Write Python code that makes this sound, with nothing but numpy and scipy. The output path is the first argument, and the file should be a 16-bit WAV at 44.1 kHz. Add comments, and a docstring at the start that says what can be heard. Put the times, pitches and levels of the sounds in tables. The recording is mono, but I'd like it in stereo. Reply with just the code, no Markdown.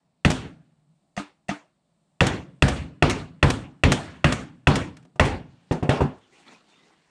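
"""Hammering a nail at a workbench

A hammer drives a nail into a block on a wooden bench in a small workshop, heard close by in stereo.
Each blow cracks as ringing steel modes, booms late through the bench and makes loose things jump and land
as clumps of ticks; band-by-band dying noise is the room. Two light taps come between the first two blows.
Then the hammer is laid down and the block slides off as grainy, squeaking friction noise, over a quiet hum."""
import sys
import numpy as np
from scipy import signal
from scipy.io import wavfile

SR = 44100
rng = np.random.default_rng(int(sys.argv[2]) if len(sys.argv) > 2 else 0)


def wrap_up_sound(samples):
    """Save the sound to the file named by the first command line argument, as 16-bit audio."""
    columns = np.atleast_2d(samples).T
    # keep every value between -1 and 1, then stretch to whole-number steps
    tamed = np.clip(columns, -1, 1)
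    steps = np.round(tamed * 32767).astype(np.int16)
    wavfile.write(sys.argv[1], SR, steps)


N = 313110

# hammer blows on the nail: start_s, force_db, woody (0 = booming blow, 1 = blow with more woody body),
# bench_shake_db, block_ring_db [s, dB, -, dB, dB]
BLOWS = [(0.2484, 9.5, 0.56, 2.5, -1.5), (2.206, 11, 0.88, 0.5, -3), (2.6225, 14.5, 0, -2.5, 3),
         (3.024, 13, 0, -2.5, 3.5), (3.4271, 9, 0.01, -0.1, 7), (3.8357, 13, 0, -0.7, 2.1),
         (4.243, 10, 0.42, -2, -1.2), (4.6704, 10.5, 0.82, 2.5, -3), (5.1962, 10, 0, -3.5, 6.5)]
# light taps, a touch and then the knock: touch_s, touch_db, knock_s, knock_db [s, dB, s, dB]
TAPS = [(1.165, -27.5, 1.1762, -18.5), (1.483, -27, 1.4915, -16)]
# the hammer tumbles down on the bench: start_s, steel_crack_db, bench_thud_db, woody_knock_db,
# bright_clack_db [s, dB, dB, dB, dB]
SET_DOWN = [(5.7107, -19.5, -14.5, -12, -41), (5.826, -26.5, -19, -15, -51.5),
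            (5.8917, -1.5, -6.5, 0.5, -22), (6.0058, -18.5, -19, -8, -38.5), (6.018, -25, -11, -29, -44)]
# loose things landing on the bench, mostly thrown up by a blow: start_s, treble_db, thump_db [s, dB, dB]
LANDINGS = [(0.301, -5.5, -8.5), (0.3124, -19.5, -17), (2.266, -11.5, -17.5), (2.68, -6.5, -9),
            (3.096, -9.5, -22), (3.501, -10.5, -17.5), (3.919, 8.5, 0.5), (4.322, -13, -18),
            (4.754, -14, -29), (4.966, -50.5, -61.5), (5.026, -61.5, -77), (5.049, -64.5, -57.5),
            (5.157, -58, -49), (5.25, -19.5, -25), (5.72, -35, -31), (5.829, -42, -64.5),
            (6.018, -54.5, -65), (6.481, -62, -73)]
# modes of the bench top: pitch_hz, relative level_db, t60_s [Hz, dB, s]
BENCH_MODES = [(142.8, 8.5, 0.12), (188, -1.5, 0.015), (256, -6.5, 0.27)]
# modes of the wood being nailed: pitch_hz, relative level_db, t60_s [Hz, dB, s]
BLOCK_MODES = [(364, -0.5, 0.12), (482, -3, 0.08), (616, 0.5, 0.088), (729, -0.5, 0.1), (850, -4, 0.09),
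               (945, -1, 0.06), (1197, -2, .08), (1550, -8.5, .05)]


def amp(db):
    """dB to gain."""
    return 10 ** (np.asarray(db) / 20)


def rms_one(x):
    """Scale to unit rms."""
    return x / np.sqrt(np.mean(x ** 2) + 1e-20)


def at_hz(points, hz, column=1):
    """Read a spectrum table on a log-frequency axis."""
    points = np.array(points)
    return np.interp(np.log(hz), np.log(points[:, 0]), points[:, column])


def in_time(rows, column):
    """Read a curve column at every sample."""
    rows = np.array(rows)
    return np.interp(np.arange(N) / SR, rows[:, 0], rows[:, column])


def clicks(rows, column, extra_db=0):
    """One click per event, sized by a dB column, over an inaudible floor."""
    out, rows = np.full(N, 1e-18), np.array(rows)
    out[np.round(rows[:, 0] * SR).astype(int)] = amp(rows[:, column] + extra_db)
    return out


def butter(x, hz, kind):
    """Second-order Butterworth filter design, low, high or band."""
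    return signal.sosfilt(signal.butter(2, hz, kind, fs=SR, output="sos"), x)


def band_noise(hz, width_hz):
    """A narrow band of noise at unit rms."""
    edges_hz = [hz - width_hz / 2, hz + width_hz / 2]
    return rms_one(butter(rng.standard_normal(N), edges_hz, "band"))


def ring(x, hz, t60):
    """A two-pole resonator: a unit click sets a decaying sine of height 1 ringing."""
    r, w = amp(-60 / (t60 * SR)), 2 * np.pi * hz / SR
    return signal.lfilter([0, np.sin(w)], [1, -2 * r * np.cos(w), r * r], x)


def fade(power, t60):
    """Sound energy dying away by 60 dB in t60 seconds."""
    return signal.lfilter([1], [1, -amp(-120 / (t60 * SR))], power)  # -120 because this is power


def flicker(size, per_s):
    """A random curve: straight lines between points of unit spread."""
    knots = rng.standard_normal(int(size / SR * per_s) + 2)
    return np.interp(np.arange(size) / SR * per_s, np.arange(len(knots)), knots)


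def stereo_bands(size, gain_at):
    """Third-octave bands of stereo noise, each with its own gain, likeness and balance."""
    # left-right likeness: pitch_hz, likeness (clipped to -1..1) [Hz, -]
    likeness = [(100, 0.99), (300, 1), (600, 0.76), (1200, 0.32), (2500, .6), (5000, 0.25), (9000, -0.24),
                (14000, -2.4)]
    # stereo balance: pitch_hz, left_minus_right_db [Hz, dB]
    left_more = [(60, -1.5), (180, 2), (550, -1), (1650, -1), (4970, 1), (15000, -2)]
    out, edges = 0, 28 * 2 ** (np.arange(28) / 3)
    white = rng.standard_normal((2, 2, size))
    for k, (low, high) in enumerate(zip(edges, edges[1:])):
        mid, side = butter(white[k % 2], [low, high], "band")
        hz = np.sqrt(low * high)
        alike = np.clip(at_hz(likeness, hz), -1, 1)
        lean = amp(at_hz(left_more, hz) / 2)
        left, right = np.sqrt(1 + alike) * mid + np.sqrt(1 - alike) * side * [[1], [-1]]
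        out = out + gain_at(hz) * np.array([left * lean, right / lean])
    return out


def contacts():
    """Every knock as (s, force dB, then relative dB of deep boom, bench, body, treble), from its kind."""
    # how each kind of contact shares its force: deep_db, bench_db, body_db, treble_db [relative dB]
    booming_blow, woody_blow = [-7.5, -14, -10.5, -19.5], [-18.5, -18, -1, -19.5]
    touch_share, tap_share = [-45, -32, -5, -5], [-41, -35, -6, -14]
    # the laid-down hammer, without treble: deep_db, bench_db, body_db [relative dB]
    thud_share = [-22.5, -10, -1.5]
    rows = []
    for s, db, woody, shake_db, block_db in BLOWS:
        blow_share = np.add(booming_blow, woody * np.subtract(woody_blow, booming_blow))
        rows.append((s, db, *(blow_share + [shake_db, shake_db, block_db, 0])))
    for touch_s, touch_db, knock_s, knock_db in TAPS:
        rows.append((touch_s, touch_db, *touch_share))
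        rows.append((knock_s, knock_db, *tap_share))
    for s, db, thud_db, wood_db, clack_db in SET_DOWN:
        share = np.add(thud_share, [thud_db - db, thud_db - db, wood_db - db])
        rows.append((s, db, *share, clack_db - db))
    return np.array(rows)


def knocks(column, extra_db=0):
    """One click per knock: its force plus the share of one range; column 1 is the bare force."""
    rows = contacts()
    share_db = rows[:, column] if column > 1 else 0
    return clicks(rows, 1, extra_db + share_db)


def struck(modes, column, spread_db):
    """Every knock strikes every mode with its own strength; neighbouring modes start in opposite directions."""
    spread = rng.normal(0, spread_db, (len(contacts()), len(modes)))
    out = 0
    for k, (hz, db, t60) in enumerate(modes):
        out = out + (-1) ** k * ring(knocks(column, db + spread[:, k]), hz, t60)
    return out


def landings():
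    """Each landing as (s, treble dB, body dB), the body 9 dB over the treble."""
    return np.array([(s, db, db + 9) for s, db, _ in LANDINGS])


def hum():
    """A wavering hum and faint flickering hiss: shaped noise whose bands waver together and apart."""
    # pitch_hz, relative level_db per Hz [Hz, dB]
    hum_colour = [(18, -29), (30, -8.5), (110, -11), (158, 2.5), (267, -8), (552, -20.5), (645, -8),
                  (698, -36.5), (837, -5.5), (1140, -22.5), (3880, -27.5), (4200, -19), (6040, -35.5),
                  (7630, -17.5), (15000, -60.5)]
    together = flicker(N, per_s=3.9)

    def gain(hz):
        return amp(at_hz(hum_colour, hz) + 1.0 * together + 1.3 * flicker(N, per_s=3.4))
    return amp(-70) * rms_one(stereo_bands(N, gain))


def crack():
    """A few ms of steel on nail head and block with a bright ping, straight and again off bench and board."""
    # steel meets nail head and block: pitch_hz, relative level_db, t60_s [Hz, dB, s]
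    crack_modes = [(2600, 0, 0.007), (3500, -8, 0.01), (1850, -3, 0.01), (1215, -5, .016), (700, -8, .012)]
    # bright ring of the hammer head: pitch_hz, relative level_db, t60_s [Hz, dB, s]
    ping_modes = [(4440, 5, 0.0031), (6150, 2, 0.0043), (6880, -2.5, 0.036), (7100, 1, 0.0067),
                  (8370, -4, 0.063)]
    # direct, off the bench top, off the back board: delay_s, relative level_db, left_minus_right_db [s, dB, dB]
    arrivals = [(.0008, -3, -6), (.00117, -3, -6), (.0023, 4, 0)]
    # the contact is not quite instant, which softens it above 3800 Hz
    snap = butter(struck(crack_modes, column=1, spread_db=2.5), 3800, "low")
    ping = amp(-2) * struck(ping_modes, column=5, spread_db=4.0)
    direct = ping - snap
    out = 0
    for s, db, lean_db in arrivals:
        left_right = amp(db + np.array([[lean_db / 2], [-lean_db / 2]]))
        out = out + left_right * np.roll(direct, round(s * SR))
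    return amp(-13) * out


def boom(delay_s=0.0049):
    """The heavy bench gives way late and softly, slowest on its legs; its edge and the block answer at once."""
    # bench on its legs: pitch_hz, relative level_db, t60_s [Hz, dB, s]
    leg_modes = [(46, -13, 0.26), (61.6, -10.5, 0.26), (94.3, 5.5, 0.086)]
    # bench where the hammer is laid: pitch_hz, relative level_db, t60_s [Hz, dB, s]
    edge_modes = [(165.4, 3, 0.09), (284, -5, 0.083), (380.4, -2.5, 0.088), (494, -8, 0.051)]
    legs = amp(5.0) * butter(struck(leg_modes, column=2, spread_db=2.5), 110, "low")
    top = amp(3.5) * struck(BENCH_MODES, column=3, spread_db=1.9)
    late = np.roll(butter(legs + top, 800, "low"), round(delay_s * SR))
    edge = sum(ring(clicks(SET_DOWN, 2, db - 1), hz, t60) for hz, db, t60 in edge_modes)
    block = amp(-19) * butter(struck(BLOCK_MODES, column=4, spread_db=5.5), 1800, "low")
    return late - butter(edge, 700, "low") + block


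def shudder():
    """Bench and shelves keep shaking unevenly: noise in low resonances, dying slowly after each blow."""
    # pitch_hz, width_hz, relative level_db, t60_s [Hz, Hz, dB, s]
    resonances = [(153, 60, -36.5, 0.73), (268, 58, -35, 0.55)]
    power = clicks(BLOWS, column=1) ** 2
    out = 0
    for hz, width_hz, db, t60 in resonances:
        out = out + amp(db) * np.sqrt(fade(power, t60)) * band_noise(hz, width_hz)
    return out


def steel(damped_db=-10):
    """The nail sings faintly, less on the woodier blows; light taps ring in wood and a loose piece answers."""
    # nail and hammer head: pitch_hz, relative level_db, t60_s [Hz, dB, s]
    nail_modes = [(1432, -77, 1.2), (2935, -79, 1.5)]
    # what a light tap sets ringing: pitch_hz, relative level_db, t60_s [Hz, dB, s]
    wood_modes = [(200.5, -4.5, .12), (703, -3, 0.047), (1980, -5, 0.015), (6170, -19, 0.05)]
    # something loose ringing after a tap: pitch_hz, relative level_db, t60_s [Hz, dB, s]
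    loose_modes = [(1240, -12.5, 0.075), (894, -20, 0.1), (295, -10, 0.16)]
    blows = np.array(BLOWS)
    nail = sum(ring(clicks(blows, 1, db + damped_db * blows[:, 2]), hz, t60) for hz, db, t60 in nail_modes)
    taps = np.array(TAPS)[:, 2:]
    wood = sum(ring(clicks(taps, 1, db), hz, t60) for hz, db, t60 in wood_modes)
    late_taps = taps + [0.022, 0]  # seconds
    loose = sum(ring(clicks(late_taps, 1, db), hz, t60) for hz, db, t60 in loose_modes)
    return nail + wood + loose


def workshop():
    """Boards and walls answer knocks and landings with dense noise: a quick early part and tails per band."""
    # pitch_hz, relative level_db, t60_s [Hz, dB, s]
    room_bands = [(41.3, -7.5, 0.059), (83, 11.5, 0.36), (141, 22.5, 0.18), (264, 14.5, 0.29),
                  (694, 1, 0.27), (1615, -7, 0.26), (2280, -13, 0.27), (4300, -10, 0.25),
                  (8700, -6.5, 0.23), (9800, -15.5, 0.031), (15000, -20, 0.042)]
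    # centres of the deep, bench, body, crack and treble ranges [Hz]
    range_hz = [70, 200, 750, 2500, 6500]
    first_wall_s, landing_delay_s, landing_room_db = 0.003, 0.005, -4.5
    early_db, early_t60_s = -4, 0.0063
    late_db, late_t60_s, late_top_hz = -30, 0.62, 3470  # far corners ring on, softer and duller
    blows, drops = contacts(), landings()
    shares = np.insert(blows[:, 2:], 3, 0, axis=1)  # the crack range takes the bare force

    def struck_power(hz):
        share_db = np.array([np.interp(np.log(hz), np.log(range_hz), row) for row in shares])
        knocked = np.roll(clicks(blows, 1, share_db), round(first_wall_s * SR))
        # landings: weak lows, then a blend from body to treble level, reaching treble at 5 kHz
        tilt = np.interp(np.log(hz), np.log([400, 1500, 3000, 5000]), [-15, 0, 0, 1])
        blend_db = drops[:, 2] + (drops[:, 1] - drops[:, 2]) * max(tilt, 0)
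        landed_db = blend_db + min(tilt, 0) + landing_room_db
        landed = clicks(np.c_[drops[:, 0] + landing_delay_s, landed_db], column=1)
        return knocked ** 2 + landed ** 2

    def dying(hz):
        # energy builds over a cycle or two plus a fraction of a ms
        swell = np.exp(-hz / (1.5 * SR + 0.00015 * hz * SR))
        power = signal.lfilter([1 - swell], [1, -swell], struck_power(hz))
        early = amp(2 * early_db) * fade(power, early_t60_s)
        tail = fade(power, at_hz(room_bands, hz, column=2))
        late = amp(2 * late_db) / (1 + (hz / late_top_hz) ** 2) * fade(power, late_t60_s)
        patchy_db = 2.6 * flicker(N, per_s=35) + 2.0 * flicker(N, per_s=11)
        return amp(at_hz(room_bands, hz) + patchy_db) * np.sqrt(early + tail + late)
    return stereo_bands(N, dying)


def rattles(spread_s=0.004, per_s=4000):
    """Each landing is a clump of uneven ticks that swells over some ms and thins out."""
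    t = np.arange(int(.1 * SR)) / SR / spread_s
    shape = t * np.exp(1 - t)
    present = rng.random((2, N)) < per_s / SR
    size = amp(3.59 * rng.exponential(1, (2, N)))
    ticks = rms_one(present * size * rng.choice([-1, 1], (2, N)))
    treble = butter(butter(ticks, [3000, 10000], "band"), 8300, "low")
    body = butter(ticks, [900, 3500], "band")
    treble_swell = signal.fftconvolve(clicks(landings(), column=1), shape)[:N]
    body_swell = signal.fftconvolve(clicks(landings(), column=2), shape)[:N]
    return amp(2.5) * (treble_swell * treble + body_swell * body)


def thumps():
    """Landings also knock the modes of bench and block, softly."""
    rings = 0
    for k, (hz, db, t60) in enumerate(BENCH_MODES + BLOCK_MODES):
        rings = rings + (-1) ** k * ring(clicks(LANDINGS, 2, db), hz, t60)
    return butter(rings, 1100, "low")


def low_swells():
    """The low hum grows and fades at times: a narrow noise band under arching envelopes."""
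    # start_s, length_s, level_db [s, s, dB]
    swells = [(.5, 0.49, -60.5), (1.6, 1, -84.5)]
    t = np.arange(N) / SR
    envelope = 0
    for s, length, db in swells:
        part = np.clip((t - s) / length, 0, 1)
        envelope = envelope + amp(db) * np.sqrt(np.abs(np.sin(np.pi * part)))
    return envelope * band_noise(hz=156, width_hz=27)


def slide():
    """Grainy friction noise as the block is dragged: strokes rise, hold and fade; sleeves rustle below."""
    # pitch_hz, relative level_db per Hz [Hz, dB]
    friction_colour = [(120, -36), (200, -7.5), (360, -7), (658, -14.5), (759, -9), (1520, -13),
                       (2500, -13), (8360, -22.5), (14000, -49)]
    # sleeves brushing, a level curve: time_s, level_db before the grain [s, dB]
    sleeves = [(5.3, -89), (5.5, -67), (6.2, -63), (7.1, -66)]
    # drags of the block: start_s, length_s, level_db before the grain [s, s, dB]
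    strokes = [(6.31, 0.26, -65.5), (6.452, 0.082, -53.5), (6.645, 0.28, -68.5)]
    attack_s, release_s = 0.034, 0.025
    t = np.arange(N) / SR
    broad = rms_one(stereo_bands(N, lambda hz: amp(at_hz(friction_colour, hz) + 3.2 * flicker(N, per_s=27))))
    out = amp(in_time(sleeves, column=1)) * broad
    for s, length, db in strokes:
        rise = np.clip((t - s) / attack_s, 0, 1)
        fall = np.exp(-np.maximum(t - s - length, 0) / release_s)
        out = out + amp(db) * rise * fall * broad
    grain = amp(1.3 * flicker(N, per_s=250))
    return grain * out


def squeaks(waver_per_s=220):
    """Rubbing makes narrow wavering tones that glide and come and go; touching things make short dry ticks."""
    # start_s, length_s, level_db before the waver, from_hz, to_hz [s, s, dB, Hz, Hz]
    glides = [(6.311, 0.14, -67, 782, 790), (6.33, .06, -68, 2480, 2440), (6.44, 0.146, -64, 2347, 2560),
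              (6.46, .13, -66, 790, 780), (6.687, 0.13, -67, 3580, 3620), (6.79, .06, -69, 3750, 3780),
              (6.78, .12, -69, 1970, 2060)]
    # start_s, level_db, pitch_hz [s, dB, Hz]
    dry_ticks = [(6.4802, -45, 3400), (6.482, -48, 4100), (6.52, -54, 2620), (6.548, -48.5, 2510),
                 (6.789, -57.5, 2030)]
    t = np.arange(N) / SR
    waver = amp(5.5 * flicker(N, waver_per_s))  # level, dB
    wobble = 1.4 * flicker(N, waver_per_s)  # phase, radians
    # a tick dies by 60 dB in 130 cycles
    out = sum(ring(clicks([(s, db)], column=1), hz, 130 / hz) for s, db, hz in dry_ticks)
    for s, length, db, from_hz, to_hz in glides:
        part = np.clip((t - s) / length, 0, 1)
        cycles = length * part * (from_hz + (to_hz - from_hz) * part / 2)
        tone = np.sin(2 * np.pi * cycles + wobble)
        envelope = np.sqrt(np.abs(np.sin(np.pi * part))) * (part < 1)
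        out = out + amp(db) * envelope * waver * tone
    return out


def scene():
    """Near sounds, their answer from the room, and the background."""
    near = crack() + boom() + shudder() + steel() + rattles() + thumps()
    return near + workshop() + slide() + squeaks() + hum() + low_swells()


def limiter(x):
    """Gain starts to drop just ahead of a peak and creeps back at a steady dB rate, stretching loud tails."""
    limit_db, release_db_per_s = -5.5, 110
    look_ahead_s, attack_s = 0.0003, 0.0015
    over_db = np.maximum(20 * np.log10(np.abs(x).max(axis=0) + 1e-9) - limit_db, 0)
    creep = release_db_per_s * np.arange(N) / SR
    held_db = np.maximum.accumulate(over_db + creep) - creep
    ahead_db = np.roll(held_db, -round(look_ahead_s * SR))
    r = np.exp(-1 / (attack_s * SR))
    return x * amp(-signal.lfilter([1 - r], [1, -r], ahead_db))


def record(dry):
    """The microphone dulls both ends, the limiter acts, peaks round off, the top is cut."""
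    headroom, cutoff_hz = 0.97, 15900
    dulled = butter(butter(dry, 46, "high"), 9800, "low")
    rounded = headroom * np.tanh(limiter(dulled) / headroom)
    return signal.sosfilt(signal.cheby2(12, 70, cutoff_hz, fs=SR, output="sos"), rounded)


dry = scene()
out = record(dry)
wrap_up_sound(out)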